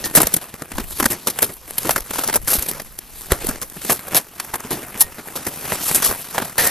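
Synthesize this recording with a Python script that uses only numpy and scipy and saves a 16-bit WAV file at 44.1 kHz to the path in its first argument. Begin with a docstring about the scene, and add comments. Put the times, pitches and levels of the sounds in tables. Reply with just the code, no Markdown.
"""Outdoors on ice, at a climber's hip: a dangling camera, shell clothing right on its two microphone ports.
The weave hisses as it slides past in swelling strokes, and the housing rumbles under it. Folds catch
and slip in short rasping bursts that also shake the housing and overload the input. Air buffets the
ports as the camera swings; now and then it bumps the body, and metal gear clinks close by."""
import sys
import numpy as np
from scipy import signal
from scipy.fft import rfft, irfft, next_fast_len
from scipy.io import wavfile
from scipy.ndimage import uniform_filter1d

SR = 44100
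rng = np.random.default_rng(int(sys.argv[2]) if len(sys.argv) > 2 else 0)


def unload_wav(signal):
    """Save mono or channel-first audio to the path in sys.argv[1] as 16-bit WAV at rate SR, clipped to [-1, 1]."""
    wavfile.write(
        sys.argv[1],
        SR,
        np.round(np.clip(np.atleast_2d(signal).T, -1, 1) * 32767).astype(np.int16),
    )


N = 295646
TIME = np.arange(N) / SR
FFT_SIZE = next_fast_len(N, real=True)
FREQ_HZ = np.fft.rfftfreq(FFT_SIZE, 1 / SR)


def undb(db):
    """Decibels to gain."""
    return 10 ** (np.asarray(db) / 20)


def spectrum(points):
    """(freq_hz, level_db) points joined on a log-frequency axis."""
    freq_hz, level_db = np.transpose(points)
    return np.interp(np.log(FREQ_HZ + 1), np.log(freq_hz), level_db)


def to_time(bins):
    """Frequency bins back to N samples."""
    return irfft(bins, FFT_SIZE)[..., :N]


def wander(rate_hz):
    """Glides between random values, rate_hz of them a second; spread near 1, held within +-2."""
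    hold = int(SR / rate_hz)
    steps = np.repeat(rng.standard_normal(N // hold + 2), hold)
    glide = uniform_filter1d(steps, hold)[rng.integers(hold):][:N]
    return np.clip(glide / glide.std(), -2, 2)


def colour(x, points):
    """Minimum-phase filter of the given tone that keeps the power of white noise."""
    gain = undb(spectrum(points))
    cepstrum = irfft(np.log(gain / np.sqrt(np.mean(gain ** 2))), FFT_SIZE)
    cepstrum[1:FFT_SIZE // 2] *= 2
    cepstrum[FFT_SIZE // 2 + 1:] = 0
    return to_time(rfft(x, FFT_SIZE) * np.exp(rfft(cepstrum)))


def uneven_noise(rate_hz, spread_db):
    """Noise of varying force, as from threads catching. Rows: shared by the ports, opposed between them."""
    force = undb(spread_db * wander(rate_hz))
    return rng.standard_normal((2, N)) * force / np.sqrt(np.mean(force ** 2))


def swell(peak_s, rise_s, fall_s, peak_db, rest_db):
    """Level in dB of movements over a resting level; rise and fall are per 10 dB and take at least 5 ms."""
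    power = np.full(N, undb(rest_db) ** 2)
    for peak, rise, fall, db in zip(peak_s, rise_s, fall_s, peak_db):
        decades_down = np.maximum((peak - TIME) / max(rise, .005), (TIME - peak) / max(fall, .005))
        power += undb(db) ** 2 * 10 ** -np.minimum(decades_down, 20)
    return 10 * np.log10(power)


# Strokes of cloth right across the microphone; the last column sets the stereo width in ports().
# peak_s, rise_s, fall_s, hiss_db, rumble_db, opposed_minus_shared_treble_db
CLOTH_STROKES = [(0.05, 7.5, 0.33, -33, -36.5, 4.5), (0.21, -0.01, 0.08, -22, -26.5, 2),
                 (0.46, 3, 0.1, -45, -44, 3.5), (0.8, 0.25, 0.05, -44, -40, -0.5),
                 (0.99, 0.15, 0.15, -27.5, -38.5, -4), (1.45, 0.12, 0, -29, -32, 4),
                 (1.54, 1, -0.8, -40, -50, -5), (1.901, 0.15, 0.09, -25.5, -31, -3),
                 (2.19, 0.08, .12, -26.5, -35, 3.5), (2.3, 0.11, .02, -28, -33, 16.5),
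                 (2.53, 0.05, 0.1438, -22, -30, -11), (2.76, 0.1, .05, -37, -37, 0),
                 (3.2, 0.16, 0.3, -35.5, -44.5, -2.5), (3.469, 0.11, .1, -27, -32, 3.5),
                 (3.89, 0.09, .09, -25.5, -34.5, -1), (4.151, 0.12, -0.06, -33.5, -30.5, -4),
                 (4.5, 0.44, 0.75, -39, -44.5, -1.5), (4.72, 0.09, 0.14, -33.5, -34, 4.5),
                 (4.95, 0.68, 0.12, -45, -38.5, -5.5), (5.45, 0.31, 0.55, -34, -36.5, 2.5),
                 (5.73, 0.14, 0.23, -27, -29.5, 3), (5.93, 0.2047, 0.09, -18.5, -29, -7),
                 (6.09, 0.0648, 0.07, -24, -27.5, 5.5), (6.21, 0.46, .22, -32.5, -43.5, -4),
                 (6.4, 0.1, 0.13, -30, -34.5, 5), (6.62, 0.026, .13, -16, -25, 3)]


def stroke_levels():
    """Each stroke swells hiss and rumble (dB) together; the cloth never lies quite still."""
    peak_s, rise_s, fall_s, hiss_db, rumble_db, _ = np.transpose(CLOTH_STROKES)
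    return (swell(peak_s, rise_s, fall_s, hiss_db, rest_db=-47),
            swell(peak_s, rise_s, fall_s, rumble_db, rest_db=-52))


CREASING = 0.67  # 0 smooth, 1 crinkled
# The sliding weave, heard directly at the ports and through the housing: freq_hz, relative_db
HISS_TONE = [(1200, -47), (2500, -8), (4500, -7), (7000, -7.5), (9500, -3.5), (11500, 1.5), (13000, -1),
             (14500, -8.5)]
RUMBLE_TONE = [(50, -6.5), (150, 1.5), (400, -1), (800, -2.5), (1300, -3.5), (1850, -5.5), (2600, -8.5),
               (4500, -20.5)]


def sliding_cloth(hiss_db, rumble_db):
    """The weave hisses and the housing rumbles; creased cloth grips unevenly and ticks."""
    grip = CREASING * wander(rate_hz=140)
    # creases buckle about 60 times a second, very unequal in size, each dying in about a millisecond
    buckles = rng.random(N) < 60 / SR
    size = undb(3 * np.minimum(rng.exponential(size=N), 3))
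    tick_power = signal.lfilter([1], [1, -np.exp(-1 / (0.001 * SR))], (buckles * size) ** 2)
    ticks = CREASING * np.sqrt(tick_power / tick_power.mean()) * rng.standard_normal((2, N))
    hiss = uneven_noise(rate_hz=900, spread_db=1.3) * undb(-0.9 + 2.8 * grip) + undb(-2.5) * ticks
    rumble = uneven_noise(rate_hz=350, spread_db=1.0) * undb(-1.5 + 3.8 * grip) + undb(0.5) * ticks
    return colour(hiss * undb(hiss_db), HISS_TONE) + colour(rumble * undb(rumble_db), RUMBLE_TONE)


def air_pockets(cloth, rate_hz, depth_db):
    """Air pockets under the cloth keep changing shape, so each half octave swells and fades on its own."""
    half_octaves = 2 * np.log2(np.clip(FREQ_HZ, 125, 16000) / 125)
    bins, out = rfft(cloth, FFT_SIZE), 0
    for centre in range(15):
        band = to_time(bins * np.maximum(1 - abs(half_octaves - centre), 0))
        gain = undb(depth_db * wander(rate_hz))
        out = out + band * gain / np.sqrt(np.mean(gain ** 2))
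    return out


# Gusts on the microphone as it swings at the hip: peak_s, rise_s, fall_s, level_db
SWING_GUSTS = [(0.08, 1, 0.5, -51), (0.75, -0.04, 0.18, -32.5), (1.98, 0.36, 0.1, -40),
               (2.44, .1, 0.05, -38.5), (3.15, 0.5, .2, -44.5), (3.5, 0.3, 0.15, -37.5),
               (4.05, .06, 0.3, -54), (4.73, 0, -0.2, -49), (5.06, 0.1, .05, -42.5), (6.08, 0.3, .1, -47)]
# Their low rumble in the ports: freq_hz, relative_db
WIND_TONE = [(15, 0.5), (40, 4.5), (65, -1.5), (120, -9.5), (300, -25), (1000, -52)]


def wind_buffeting():
    """Air buffets the swinging camera; the eddies differ from port to port."""
    shared, opposed = colour(uneven_noise(rate_hz=6.26, spread_db=2.5), WIND_TONE)
    eddies = undb(2.0) * shared + undb(-1.0) * opposed * np.array([[1], [-1]])
    return eddies * undb(swell(*np.transpose(SWING_GUSTS), rest_db=-62))


# Metal gear scraping and touching on the climber, close by, alike in both channels:
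# start_s, length_s, level_db, tilt_db_per_octave, pitch_ratio, ring_time_ratio
GEAR_CONTACTS = [(0.04, 0.0042, -19, 10, 1, .7), (0.055, 0.012, -25, 1, 1, .7),
                 (5.006, 0.015, -24.5, -14, 1.02, .6), (6.031, 0.028, -23.5, 13, 1, .5),
                 (6.582, 0.031, -16.5, 4, 1.01, .3), (6.619, 0.088, -25.5, 4, 1.01, .3)]
# The ring of that metal, before the cloth damps it: pitch_hz, relative_db, t60_s
GEAR_MODES = [(900, -1.5, 0.037), (1826, 4.5, 0.3), (1920, 1, 0.053), (2310, -7, 0.025), (2830, -14, 0.033),
              (3430, -13, .05), (4330, -13, 0.037), (5290, -6.5, 0.0046)]


def gear_clinks():
    """Rough contact shakes the metal gear, whose ring the clothing damps quickly."""
    out, age = np.zeros(2 * N), TIME[:SR // 3]
    for start_s, length_s, level_db, tilt_db, pitch_ratio, ring_ratio in GEAR_CONTACTS:
        contact = rng.standard_normal(len(age)) / (1 + (age / length_s) ** 6)
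        ring = np.zeros(len(age))
        for pitch_hz, mode_db, t60_s in GEAR_MODES:
            strength = undb(mode_db + tilt_db * np.log2(pitch_hz / 2000)) / np.sqrt(t60_s)
            decay = undb(-60 * age / (t60_s * ring_ratio))
            ring += strength * decay * np.sin(2 * np.pi * pitch_hz * pitch_ratio * age)
        clink = undb(level_db) * signal.fftconvolve(contact, ring / np.linalg.norm(ring))
        first = int(start_s * SR)
        out[first:first + len(clink)] += clink
    return out[:N]


def small_folds(hiss_db, rumble_db, count, scatter_db=2, typical_s=0.002):
    """Rows like LARGE_FOLDS for small folds that catch at random moments, louder in a firm stroke."""
    when, length, firmness, brightness = rng.random((count, 4)).T
    at = (when * (N - 1)).astype(int)
    firm_db = scatter_db * (2 * firmness - 1) + 20 * np.log10(CREASING)
    bright_db = scatter_db * (2 * brightness - 1)
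    rasp_db = hiss_db[at] + firm_db + bright_db + 6
    housing_db = rumble_db[at] + firm_db - bright_db
    rattle_db, thud_db = housing_db + 4, housing_db - 3
    return np.transpose([at / SR, typical_s * (.5 + length), rasp_db, rattle_db, thud_db])


def slip_force(folds, levels_db, linger_s, steepness, jerk, creep_db=-15.5, creep_s=0.004, jerk_s=0.00081):
    """Each fold creeps, lets go with a jerk, drags for its length and dies away; slips add in power."""
    power = np.zeros(N)
    for (start_s, length_s, *_), db in zip(folds, levels_db):
        drag_s = length_s + linger_s
        span = slice(max(int((start_s - 8 * creep_s) * SR), 0), int((start_s + 5 * drag_s) * SR))
        age = TIME[span] - start_s
        creep = undb(creep_db) ** 2 * np.exp(-abs(age) / creep_s)
        drag = (1 + jerk * np.exp(-abs(age) / jerk_s)) / (1 + abs(age / drag_s) ** steepness)
        power[span] += undb(db) ** 2 * np.where(age < 0, creep, drag)
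    return np.sqrt(power)


# Large folds catching on the camera, right at the microphone:
# start_s, length_s, rasp_db, rattle_db, thud_db
LARGE_FOLDS = [(0.041, 0.022, -20, -33, -33), (0.151, 0.019, -6, -18, -22.5), (0.172, .011, -10, -12, -10),
               (0.203, 0.0058, -15.5, -13.5, -17), (0.217, .0051, -13.5, -28, -30),
               (0.231, 0.0052, -15, -18, -20), (0.269, 0.0036, -13, -22.5, -24.5),
               (0.339, 0.0048, -7.5, -22.5, -23), (0.365, 0.0053, -15, -29.5, -22.5),
               (0.414, 0.017, -31.5, -37, -57), (0.54, 0.0034, -26.5, -29.5, -30),
               (0.62, 0.0037, -25.5, -25, -24), (0.717, .0049, -31, -27, -28.5),
               (0.782, .0046, -22.5, -21.5, -20), (0.798, 0.007, -28, -29, -23.5),
               (1.0, 0.007, -14, -15.5, -20), (1.026, .0061, -23, -19, -18.5),
               (1.042, 0.0014, -17, -15, -33), (1.057, 0.0043, -2, -11.5, -15.5),
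               (1.063, 0.0018, -24, -14, -19), (1.102, 0.028, -21, -26.5, -27),
               (1.271, 0.014, -13, -21, -28.5), (1.299, 0.0093, -17.5, -48, -52),
               (1.388, 0.0045, -16.5, -21.5, -39), (1.42, 0.022, -15, -23.5, -26.5),
               (1.428, 0.0023, -6, -12, -39), (1.492, 0.011, -45, -30.5, -31),
               (1.537, .003, -31, -55, -60.5), (1.708, .0015, -20, -26, -43),
               (1.781, 0.0058, -18, -27, -31), (1.847, 0.02, -29, -25.5, -23.5),
               (1.872, 0.0044, -17.5, -38, -36), (1.893, .0036, -14, -15, -27),
               (1.908, 0.0059, -11.5, -14, -42), (1.96, 0.0063, -15, -16, -25),
               (1.979, 0.0066, -19, -23, -32), (2.006, .001, -17.5, -37, -49),
               (2.107, 0.0039, -18.5, -22, -25.5), (2.134, .006, -21.5, -28, -40),
               (2.158, .002, -23, -22, -35), (2.185, .0081, -18.5, -19.5, -30),
               (2.236, 0.011, -19, -26, -45), (2.276, 0.002, -11, -31, -39),
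               (2.285, 0.0068, -16, -23.5, -25.5), (2.297, 0.0039, -14, -19.5, -37),
               (2.328, .0043, -20.5, -25, -33), (2.339, .014, -17, -24.5, -37),
               (2.357, .008, -10, -17.5, -24), (2.475, .022, -15, -27, -32), (2.504, 0.016, -13, -27, -49),
               (2.531, 0.016, -15, -26, -48), (2.593, 0.0017, -16, -44, -45), (2.624, .003, -16, -37, -35),
               (2.685, 0.011, -18, -30, -33), (2.712, 0.0033, -18, -28.5, -26.5),
               (2.798, 0.0045, -24.5, -25, -33), (2.818, 0.0042, -30, -37, -35),
               (2.988, 0.0027, -23, -32, -36), (3.304, 0.034, -27, -26, -30.5),
               (3.319, 0.0038, -10.5, -10.5, -12.5), (3.445, .0028, -22, -37, -19.5),
               (3.469, 0.0017, -12.5, -23, -26), (3.488, 0.0078, -19, -25.5, -20.5),
               (3.616, 0.014, -22, -29, -35), (3.699, 0.0016, -24, -55, -45),
               (3.764, 0.0092, -45, -37, -32.5), (3.849, 0.0043, -23, -22.5, -26),
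               (3.897, 0.014, -13, -15, -23), (3.919, 0.0092, -13, -21, -25),
               (4.081, 0.0055, -27.5, -35, -47), (4.146, 0.016, -13, -21.5, -25),
               (4.166, 0.015, -9.5, -19, -33), (4.399, 0.0069, -19, -27, -45),
               (4.537, 0.009, -22, -20.5, -30.5), (4.555, 0.005, -23.5, -24.5, -30),
               (4.604, 0.0025, -24.5, -31, -52), (4.649, 0.0037, -42, -34, -25),
               (4.707, 0.03, -22.5, -27.5, -24), (4.83, .0022, -43, -25.5, -38),
               (4.952, 0.0068, -42, -32, -30), (4.975, .027, -29.5, -38, -48),
               (5.007, 0.011, -2.5, -22.5, -39), (5.184, 0.015, -39, -32.5, -31),
               (5.285, 0.0013, -47, -23.5, -41), (5.355, 0.021, -22.5, -30.5, -32),
               (5.466, 0.0092, -21.5, -24.5, -23.5), (5.719, 0.0055, -40, -18, -20.5),
               (5.881, 0.022, -23, -26, -40), (5.909, .002, -23, -22, -24),
               (5.947, 0.016, -9.5, -23, -28.5), (6.022, .009, -11.5, -23, -47),
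               (6.041, 0.031, -12.5, -28, -44), (6.111, 0.0065, -19.5, -22.5, -32),
               (6.346, .016, -28.5, -27.5, -35), (6.38, 0.0057, -21, -15, -24),
               (6.4, 0.0031, -33, -24, -21), (6.422, 0.0059, -25, -22.5, -22),
               (6.447, .005, -25.5, -36, -44), (6.58, .028, -14.5, -21.5, -41),
               (6.645, .005, -13, -33, -41), (6.671, 0.0082, -11.5, -22, -34)]
# A slip's rasp at the ports, and its rattle and thud through the housing: freq_hz, relative_db
RASP_TONE = [(900, -32.5), (2500, -12.5), (4500, -8.5), (7000, -6), (9500, -2.5), (11500, 3.5), (13000, -2),
             (14500, -8)]
RATTLE_TONE = [(200, -13.5), (500, -0.5), (900, -2), (1300, -3.5), (1850, -5), (2600, -12.5), (4500, -19)]
THUD_TONE = [(40, -17.5), (100, -5), (200, 1), (400, -0.5), (600, -17), (1200, -27)]


def slipping_folds(small):
    """A slip is a burst of thread snaps: bright at the ports, duller and longer through the housing."""
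    folds = np.vstack([LARGE_FOLDS, small])
    _, _, rasp_db, rattle_db, thud_db = folds.T
    rasp = uneven_noise(rate_hz=650, spread_db=3)
    rasp *= slip_force(folds, rasp_db, linger_s=.0001, steepness=5.65, jerk=0.54)
    rattle = uneven_noise(rate_hz=1100, spread_db=2.5)
    rattle *= slip_force(folds, rattle_db, linger_s=.0001, steepness=4.8, jerk=0.24)
    # the whole camera shudders as firmly as the fold pulls on it
    shudder = colour(rng.standard_normal((2, N)), THUD_TONE)
    shudder /= np.sqrt(uniform_filter1d(shudder ** 2, size=200) + 1e-9)
    pull = slip_force(folds, thud_db, linger_s=0.001, steepness=3.6, jerk=0.67)
    thud = shudder * uniform_filter1d(pull, size=60)
    return undb(.5) * colour(rasp, RASP_TONE) + undb(0.3) * colour(rattle, RATTLE_TONE) + undb(-0.5) * thud


# The camera bumping softly against the body, alike in both channels: start_s, pitch_hz, level_db
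BODY_BUMPS = [(0.246, 55, -22), (0.735, 55, -29), (1.945, 54.7, -40), (2.01, 40.5, -26.5),
              (2.582, 54.6, -17), (3.319, 59, -8.5), (5.055, 65, -35), (6.09, 49.6, -25)]


def body_bumps(cycles=1.06):
    """The cloth squeezes air into the ports and lets it out again: one slow swing of pressure."""
    out = np.zeros(N)
    for start_s, pitch_hz, level_db in BODY_BUMPS:
        turns = np.clip((TIME - start_s) * pitch_hz, 0, cycles)
        fade = np.cos(np.pi / 2 * turns / cycles)
        out += undb(level_db) * np.sin(2 * np.pi * turns) * fade
    return out


# The two microphone ports differ most in the treble: freq_hz, opposed_db
PORT_SPREAD = [(150, -29), (380, -25), (700, -19), (1300, -15.5), (2400, -27.5), (4400, -11.5), (8000, 0),
               (11000, -0.5)]
# Their cavities ring a little apart: freq_hz, left_minus_right_db
PORT_CAVITIES = [(300, -0.4), (4000, 0), (8000, 0), (10500, 2.5), (11600, 3.5), (12600, -1), (14000, -2.5)]


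def ports(cloth, crossover_hz=6500, lead=0.65):
    """The housing carries the lows to both ports alike; the treble depends on where each stroke touches."""
    treble = 1 / (1 + (crossover_hz / (FREQ_HZ + 1)) ** 4)
    shared, separate = rfft(cloth, FFT_SIZE)
    # part of the opposed sound is the same rub, reaching the left port first
    opposed = 1j * lead * shared + np.sqrt(1 - lead ** 2) * separate
    peak_s, *_, width_db = np.transpose(CLOTH_STROKES)
    width_angle = np.arctan(undb(np.interp(TIME, peak_s, width_db)))
    mid = to_time(shared * (1 - treble)) + np.cos(width_angle) * to_time(shared * treble)
    side = np.sin(width_angle) * to_time(opposed * undb(spectrum(PORT_SPREAD)))
    balance = undb(spectrum(PORT_CAVITIES) * np.array([[.5], [-.5]]))
    return to_time(rfft([mid + side, mid - side], FFT_SIZE) * balance)


def scene():
    """Cloth, wind, gear and bumps as they reach the two ports at the hip."""
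    hiss_db, rumble_db = stroke_levels()
    small = small_folds(hiss_db, rumble_db, count=36)
    cloth = sliding_cloth(hiss_db, rumble_db) + slipping_folds(small)
    cloth = air_pockets(cloth, rate_hz=35, depth_db=2.0)
    return ports(cloth) + wind_buffeting() + gear_clinks() + body_bumps()


def record(dry, threshold_db=5.0, release_s=0.0047, knee=8, top_hz=14200):
    """The camera's input: a fast limiter holds the hardest slips, peaks round off, the top is cut steeply."""
    peak = abs(dry).max(axis=0)
    # the detector jumps to each peak, then falls exponentially
    fall = TIME / release_s
    held = np.exp(np.maximum.accumulate(np.log(peak + 1e-9) + fall) - fall)
    limited = dry * uniform_filter1d(np.minimum(1, undb(threshold_db) / held), size=32)
    rounded = limited / (1 + abs(limited) ** knee) ** (1 / knee)
    lowpass = signal.ellip(10, .2, 70, top_hz, fs=SR, output="sos")
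    return signal.sosfilt(lowpass, rounded)


dry = scene()
out = record(dry)
unload_wav(out)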